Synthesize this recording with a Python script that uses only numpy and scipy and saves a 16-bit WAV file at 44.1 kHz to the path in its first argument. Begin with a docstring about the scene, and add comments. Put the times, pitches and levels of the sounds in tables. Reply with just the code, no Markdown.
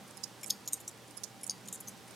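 """Close on an open display case of quartz wristwatches, in a small quiet room.
Microphone hiss, a low hum and a soft drone are there from the start. Faint watches tick first, then
nine nearer ones come in one by one, each once a second at its own moment, the loudest half a second in.
A tick is a quick rattle of contacts, as the motor steps and the gears take up their play, coloured by
that watch's housing. Short echoes of case and room follow it, and the loudest watch rings on."""
import sys
import numpy as np
from scipy import signal
from scipy.fft import rfft, irfft, next_fast_len
from scipy.io import wavfile
from scipy.ndimage import uniform_filter1d, map_coordinates

SR = 44100
rng = np.random.default_rng(int(sys.argv[2]) if len(sys.argv) > 2 else 0)


def persist_wave(psi):
    """Save psi, clipped to +-1, as 16-bit WAV."""
    counts = np.round(np.clip(psi, -1, 1) * 32767).astype(np.int16)
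    wavfile.write(sys.argv[1], SR, np.atleast_2d(counts).T)


N = 94815


def amp(db):
    """Decibels to gain."""
    return 10 ** (np.asarray(db) / 20)


def unit(x):
    """x at rms 1."""
    return x / np.sqrt(np.mean(x ** 2) + 1e-20)


def along(points, hz):
    """A curve through (Hz, value) points, read on a log frequency axis."""
    point_hz, values = np.transpose(points)
    return np.interp(np.log(hz + 1), np.log(point_hz + 1), values)


def filtered(x, response):
    """x through a filter whose gain is response(hz)."""
    size = next_fast_len(N + SR // 2)
    return irfft(rfft(x, size) * response(np.fft.rfftfreq(size, 1 / SR)), size)[..., :N]


# The colour of the hiss and room air. Each row: frequency in Hz, relative level in dB.
HISS_SPECTRUM = [(15, -65), (25, -28), (59, -24), (78, -9.5), (120, -5.5), (195, -4.5), (300, -5),
                 (503, -8), (575, -7), (714, -12), (775, -6.5), (840, -9.5), (911, -9.5), (1480, -13.5),
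                 (2110, -15), (5430, -18.5), (6380, -19.5), (8140, -21.5), (9070, -22), (10400, -24.5),
                 (14000, -28.5), (16000, -34)]
# The slight drift of its level. Each row: time in seconds, level in dB, taken against the curve's mean.
HISS_DRIFT = [(0.0, -52), (1.48, -53), (1.63, -52.5), (1.86, -52.5), (1.88, -51.5), (2.07, -52),
              (2.15, -50)]
# How alike the microphone's two sides are. Each row: frequency in Hz, correlation from 0 to 1.
HISS_LIKENESS = [(40, 0.21), (100, 0.077), (300, 0.77), (1000, 0.78), (3000, 0.71), (8000, 0.74),
                 (15000, 0.95)]
def hiss(level_db=-54):
    """Microphone hiss and room air: noise that left and right partly share."""
    def mid_side_gains(hz):
        angle = np.arccos(np.clip(along(HISS_LIKENESS, hz), -1, 1)) / 2
        return amp(along(HISS_SPECTRUM, hz)) * [np.cos(angle), np.sin(angle)]

    mid, side = filtered(rng.standard_normal((2, N)), mid_side_gains)
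    drift_db = np.interp(np.arange(N) / SR, *np.transpose(HISS_DRIFT))
    return amp(level_db + drift_db - drift_db.mean()) * unit(np.array([mid + side, mid - side]))


def wavering_tone(hz, unsteady, wavers_per_s=14):
    """A tone of rms 1 whose level and phase wander smoothly at random."""
    t = np.arange(N) / SR
    knots = rng.standard_normal((2, int(N * wavers_per_s / SR) + 4))
    real, imaginary = (map_coordinates(row, [t * wavers_per_s]) for row in knots)
    waver = 1 - unsteady + unsteady * (real + 1j * imaginary)
    return unit(np.real(waver * np.exp(2j * np.pi * hz * t)))


# Tones in the room, behind the watches. Each row: frequency in Hz, level in dB, unsteadiness from 0 to 1.
ROOM_TONES = [(304.3, -76, 0.43), (457.5, -73, 1), (602, -77.5, 0.5), (778, -69.5, 0.34), (800, -75.5, 0.4)]
def hum(mains_hz=119.4, mains_db=-65):
    """Steady mains hum under a few wavering tones."""
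    mains = amp(mains_db) * unit(np.sin(2 * np.pi * mains_hz * np.arange(N) / SR))
    return mains + sum(amp(db) * wavering_tone(hz, unsteady) for hz, db, unsteady in ROOM_TONES)


# The drone's rise and fall at the microphone. Each row: time in seconds, level of its tone in dB.
DRONE_SWELL = [(0, -61.5), (.06, -59), (.11, -66), (.22, -69), (.4, -68.5), (.67, -62.5), (.76, -75),
               (1.45, -69), (1.54, -63), (1.7, -61), (1.76, -71), (1.86, -63), (1.92, -61), (2.15, -69.5)]
# The rumble around that tone. Each row: frequency in Hz, relative level in dB.
RUMBLE_SPECTRUM = [(110, -40), (155, -4.5), (195, 4.5), (250, -4), (330, -36), (600, -80)]
def drone(tone_hz=198.6, rumble_db=1):
    """A soft low tone and a band of rumble swell and fade together."""
    rumble = unit(filtered(rng.standard_normal(N), lambda hz: amp(along(RUMBLE_SPECTRUM, hz))))
    swell = amp(np.interp(np.arange(N) / SR, *np.transpose(DRONE_SWELL)))
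    return swell * (wavering_tone(tone_hz, unsteady=0.53) + amp(rumble_db) * rumble)


def minimum_phase(gain):
    """The response with this gain that rings only after it is struck."""
    cepstrum = irfft(np.log(np.maximum(gain, 1e-6)))
    half = len(cepstrum) // 2
    cepstrum[1:half] *= 2
    cepstrum[half + 1:] = 0
    return np.exp(rfft(cepstrum))


def ticks(contacts, housing, attack_ms=0.11, release_ms=0.42, size=2048):
    """Each gear contact is a brief burst of chatter, coloured by the housing's curve in dB."""
    out = np.zeros(N + SR)
    ms, hz = np.arange(size) * 1000 / SR, np.fft.rfftfreq(size, 1 / SR)

    def above(edge_hz, blend_octaves=0.059):
        return (1 + np.tanh(np.log2((hz + 1) / edge_hz) / blend_octaves)) / 2

    body, sparkle = 1 - above(3900), above(11040)
    bright = above(8200) - sparkle
    for start, length_ms, db, body_db, bright_db, sparkle_db in contacts:
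        envelope = (1 - np.exp(-ms / attack_ms)) * np.exp(-np.maximum(ms - length_ms, 0) / release_ms)
        chatter = rfft(envelope * rng.standard_normal(size))
        band_power = np.abs(uniform_filter1d(np.abs(chatter) ** 2, size=31))
        chatter /= np.sqrt(band_power + 1e-12)  # equal force in every band
        colour_db = housing(hz) + body_db * body + bright_db * bright + sparkle_db * sparkle
        click = unit(irfft(chatter * minimum_phase(amp(colour_db))))[:size // 2]
        out[round(start * SR):][:len(click)] += amp(db) * click * np.sqrt(length_ms / ms[-1])
    return out[:N]


# The watches that barely reach the microphone. Each row: first tick in seconds, length in ms,
# level in dB, main resonance in Hz, place (centre or right).
FAINT_WATCHES = [(0.076, 8.3, -58.5, 9200, "centre"), (0.1075, 4.1, -50, 8900, "right"),
                 (.276, 4.6, -57, 5600, "right"), (0.411, 6.1, -54.5, 9150, "centre"),
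                 (.579, 2, -60, 9000, "centre"), (0.608, 4.1, -60, 8800, "right"),
                 (0.656, 9.2, -56, 6500, "centre"), (0.772, 7.4, -55, 6700, "right"),
                 (.912, 2.9, -57, 7500, "centre"), (0.976, 0.58, -52.5, 14300, "centre")]
# The housing colour they share. Each row: frequency in Hz, relative level in dB.
FAINT_COLOUR = [(3000, -39), (5000, 0.5), (6800, -1), (9000, -1.5), (10500, -1), (12500, -9), (14000, -10),
                (15800, -25)]
def faint_watches(peak_db=11.5, half_width_hz=500):
    """One contact a second from each, through a housing with its own peak; returns centre and right."""
    places = {"centre": 0, "right": 0}
    for first, length_ms, db, peak_hz, place in FAINT_WATCHES:
        def housing(hz):
            return along(FAINT_COLOUR, hz) + peak_db / (1 + ((hz - peak_hz) / half_width_hz) ** 2)

        contacts = [(start, length_ms, db, 0, 0, 0) for start in np.arange(first, N / SR, 1)]
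        places[place] += ticks(contacts, housing)
    return places["centre"], places["right"]


def echoes(x, decay):
    """Diffuse reflections: a noise tail that dies away as the (Hz, t60 in seconds) points say."""
    hz, t, noise = signal.stft(rng.standard_normal(SR // 2), SR, nperseg=128)
    fade = amp(-60 * t / along(decay, hz)[:, None])
    _, tail = signal.istft(noise * fade, SR, nperseg=128)
    return signal.fftconvolve(x, tail / np.linalg.norm(tail))[:N]


# The small room around the case. Each row: frequency in Hz, time to fall 60 dB in seconds.
ROOM_DECAY = [(2000, 0.17), (6000, 0.15), (14000, 0.21)]
def in_case(x, case_db=-7.5, case_t60_s=0.038, room_db=-14):
    """The microphone hears the direct sound, short echoes inside the case and the room's tail."""
    return x + amp(case_db) * echoes(x, [(1, case_t60_s)]) + amp(room_db) * echoes(x, ROOM_DECAY)


# Gear contacts of the nine near watches, by name; a tick and a tock are one watch's alternating steps.
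# Each row: start in seconds, length in ms, level in dB, then body, brightness and sparkle in dB.
GEAR_CONTACTS = { "thin": [(0.1707, 1.3, -41, -4, -1, 8), (0.1757, 1.3, -42, -6.0, -6, -2),
                 (1.1677, 6, -47, 3, 1, -10), (1.1745, 1.3, -34.5, 6, 8.0, 8),
                 (1.1788, 3.4, -44.5, 1, -11, -17)], "dull tick": [(0.233, 5.5, -42.5, 3, -7, -16),
                 (0.2367, 6.1, -31, -4, 0, 2), (0.2425, 1.8, -46, -7, 0.0, 4)],
                 "dull tock": [(1.2352, 1.8, -33.5, 9, 8, 1), (1.238, 3.2, -31, -3, -3, -1),
                 (1.2442, 2.8, -40, -12, -3, -4.0)], "hollow": [(0.4315, 3.6, -40, -0.5, -4, 1),
                 (0.436, 6.4, -48.5, -6, -6, 5.0), (0.4427, 2.1, -37.5, -2, -6, -2),
                 (1.432, 3.7, -38, 4.5, 14.5, 3), (1.439, 5, -40.5, -16, 3, -3)],
                 "raspy": [(0.4615, 1.5, -36, -6, -2, -13), (0.466, 18, -46.5, 9, -1, -4),
                 (0.4795, 2.0, -45, 2.0, -9, 12), (1.4628, 1.2, -48, -1, -4, 3),
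                 (1.4663, 1.9, -35, -5.0, -1, -5), (1.471, 4.0, -54, 8.0, 4.0, 2.0),
                 (1.4758, 2.9, -40, -11.0, -2, -1)], "loud tick": [(0.4966, 0.57, -35, 0, 7, 21),
                 (0.5012, 3.5, -31, 8, -1, 0), (0.5039, 4.3, -23.5, 0.5, -0.5, 0),
                 (0.5049, 1.24, -24, 1.5, 7, 8)], "loud tock": [(1.496, 2.27, -26, 1, 3, 0),
                 (1.4995, 5.5, -41, 0, 2, 3), (1.5046, 3, -37, 10, 7, 3), (1.509, 1.4, -33.5, 2, 6, 6),
                 (1.5158, 1.4, -40, 0, -8, -10)], "dry": [(0.6758, 1.5, -30.5, -2, -2, -6),
                 (0.6798, 2.7, -38, -3, -10, 7), (0.684, 4.7, -41, 1, 1, 1),
                 (1.6755, 1.8, -45.5, 5, 14, -6), (1.684, 3, -40, 11, 9, -5),
                 (1.687, 2.2, -44.5, 11.5, 6, 4)], "sharp tick": [(0.7245, 3.3, -41, -5, -2, -6),
                 (0.731, 2, -26, 0, 1.5, 5.0), (0.7325, 1.6, -26.5, 0, -1, -2),
                 (0.7352, 0.96, -29.5, 2, 0, -3), (0.7398, 2.3, -30.5, -6, -4, 3),
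                 (0.742, 7.2, -49, 5, -14, -1.0)], "sharp tock": [(1.726, 2.7, -35.5, -11, -4, -5),
                 (1.729, 4.0, -41.5, 4, 5, 3), (1.734, 12, -45, 4, 1, 3), (1.7447, 12, -47, -2, 1, -3),
                 (1.7575, 3.8, -44, 0, -1, -4)], "tiny": [(0.802, 6, -51.5, 17, -6, -6),
                 (0.8103, 3.1, -50, 2.0, 0, -2), (1.803, 2.2, -42.5, -7.0, 3.0, -2),
                 (1.8062, 1.7, -42.5, 3, 5, 9.0), (1.8086, 1.7, -42.5, 1, -6, -6)],
                 "crisp tick": [(0.8768, 2.6, -39, 8, -9, -12), (0.8785, 1.9, -33, -4, -6.5, -5),
                 (0.8815, 1.1, -40, -7, 10, 2), (0.883, 13, -49.5, 18, 9.5, 3)],
                 "crisp tock": [(1.8725, 6.1, -46, 2, -12, -10), (1.8813, 1.8, -42, 2, 4, 7),
                 (1.8838, 1.6, -37.5, -3, -12, 0), (1.886, 8.5, -45, 2, 13, 2)], }
# Their housings' resonances, under the same names. Each row: frequency in Hz, relative level in dB.
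HOUSING_COLOURS = { "thin": [(2060, -53), (3500, -21), (4340, -30), (4560, -16), (5200, -0.5), (5990, -16),
                   (6800, -3), (7470, -11), (9050, -5), (9610, -21), (10400, 0.5), (10800, 7), (11700, -17),
                   (13000, -58)], "dull tick": [(1470, -50), (3600, -16), (4500, -11), (4850, -3),
                   (5100, 5), (5450, 1), (5950, -5), (6700, 0.5), (7600, -4.5), (8700, -13), (9200, -10),
                   (9950, -9), (10500, -21), (12100, -25), (12900, -11), (13700, -30), (15500, -36)],
                   "dull tock": [(1470, -50), (2900, -32), (3400, -14), (4700, -7.5), (5500, -2.5),
                   (5950, 0), (6300, 0.5), (6750, 2.5), (7400, -15), (8450, -4), (9200, -17), (9900, -6),
                   (10350, -16), (11600, -12), (13000, -13), (14000, -32), (15500, -36)],
                   "hollow": [(940, -43), (1600, -18), (1850, -25), (2370, -2), (2540, -10), (2860, -22),
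                   (3300, -11), (4670, -38), (5380, -3.5), (6050, -22), (7230, -6.5), (7900, -12),
                   (8560, -9), (9200, -15), (10300, -6), (11800, -10), (13500, -48)], "raspy": [(2650, -40),
                   (4500, -29), (5850, -19), (6770, -5), (7370, -9), (8320, -2), (8930, -13), (9680, -2.5),
                   (12000, -20), (13400, -10), (15000, -47)], "loud tick": [(1180, -50), (2000, -53),
                   (2900, -30), (3270, -13.5), (4400, -9), (4950, -12), (5240, 3), (5500, -6), (5850, -17),
                   (6500, 4), (6900, -7), (7320, -15), (8620, -22), (9600, -7), (10050, -15), (10800, -24),
                   (11800, -16), (13100, -15), (14700, -38), (15800, -50)], "loud tock": [(1500, -63),
                   (3000, -31), (4100, -19), (4600, -3), (4900, -2.5), (5400, -3.5), (5850, -17),
                   (6250, 2.5), (6550, 4), (7150, -15), (7700, -18), (8700, -27), (9600, -7), (10150, -22),
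                   (10650, -16), (11300, -35), (12100, -19), (13200, -34), (15800, -46)],
                   "dry": [(1530, -56), (2600, -25), (3810, -5), (5020, -13), (5410, 0), (5960, -8.5),
                   (6870, 10), (7570, -9), (8210, -1), (8790, -16), (9610, -2.5), (10300, -29), (11800, 1),
                   (12900, -24), (14000, -8), (15500, -39)], "sharp tick": [(1530, -61), (2600, -22),
                   (3290, -30), (3820, -10.5), (4250, -28), (5490, -18), (6340, -0.5), (6730, 3),
                   (8070, -9), (8320, 3.5), (8700, 8.5), (9530, -3), (10600, -21), (12200, -6.5),
                   (14200, -26), (14800, -36), (15800, -34)], "sharp tock": [(1530, -50), (3300, -17),
                   (3800, -11), (4250, -28), (5600, -24), (6100, -6), (7000, -3), (7500, 5), (8000, -8),
                   (8550, -7), (9150, 1.5), (9900, -4), (10600, -15), (12000, -10), (13500, -13),
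                   (15500, -38)], "tiny": [(2940, -38), (5000, -25), (5590, -25), (5920, -13), (7240, -1),
                   (8500, -9), (8690, -35), (9750, 7), (11100, -9), (12600, 3), (13100, -4), (14500, -35)],
                   "crisp tick": [(2350, -50), (4000, -19), (5080, -36), (5560, 3), (5910, 1.5), (7130, -3),
                   (7630, 7.5), (7850, -5), (8360, -19), (9570, 0), (9960, -12), (10800, -22), (11900, -9),
                   (13800, -12), (15500, -37)], "crisp tock": [(2350, -45), (4000, -22), (5700, -18),
                   (6080, 2), (6700, -2), (7400, -21), (7900, -4), (8400, -18), (9200, -17), (9650, 0),
                   (10600, -27), (11700, -10), (12900, -19), (13500, -9), (14100, -22), (15500, -38)], }
def near_watches():
    """Motor steps rattle the gears in each housing; returns centre, right and the loudest watch apart."""
    centre = right = loudest = 0
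    for name, contacts in GEAR_CONTACTS.items():
        rattle = ticks(contacts, lambda hz: along(HOUSING_COLOURS[name], hz))
        if name in ("loud tick", "loud tock"):
            loudest += rattle + ringing(contacts)
        elif name in ("thin", "dull tick", "dull tock", "raspy"):
            right += rattle
        else:
            centre += rattle
    return centre, right, loudest


# Modes of the loudest watch, straight ahead of the microphone.
# Each row: frequency in Hz, relative level in dB, time to fall 60 dB in seconds.
HOUSING_MODES = [(4690, 0, 0.19), (4800, 1, 0.16), (5400, -8, .11), (6560, -12, .15), (6900, -13, .12),
                 (9400, -8, .11)]
def ringing(contacts, ring_db=-29):
    """Each contact strikes narrow modes of the housing, which keep sounding after the tick."""
    t, out = np.arange(SR // 3) / SR, np.zeros(N + SR)
    for start, length_ms, level_db, *_ in contacts:
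        modes = sum(amp(db - 60 * t / t60) * np.sin(2 * np.pi * (hz * t + rng.random()))
                    for hz, db, t60 in HOUSING_MODES)
        out[round(start * SR):][:len(t)] += amp(ring_db + level_db) * np.sqrt(length_ms) * modes
    return out[:N]


def scene(right_db=2.5):
    """From the microphone: watches ahead and hard right, over a background that leans slightly right."""
    near_centre, near_right, loudest = near_watches()
    faint_centre, faint_right = faint_watches()
    centre = in_case(near_centre + faint_centre) + in_case(loudest, case_db=-19)
    right = amp(right_db) * in_case(near_right + faint_right)
    background = (hiss() + hum() + drone()) * amp([[-1], [1]])
    return np.array([centre, centre + right]) + background


def record(dry, top_hz=16000):
    """The recorder keeps nothing above its band limit."""
    return filtered(dry, lambda hz: hz < top_hz)


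dry = scene()
out = record(dry)
persist_wave(out)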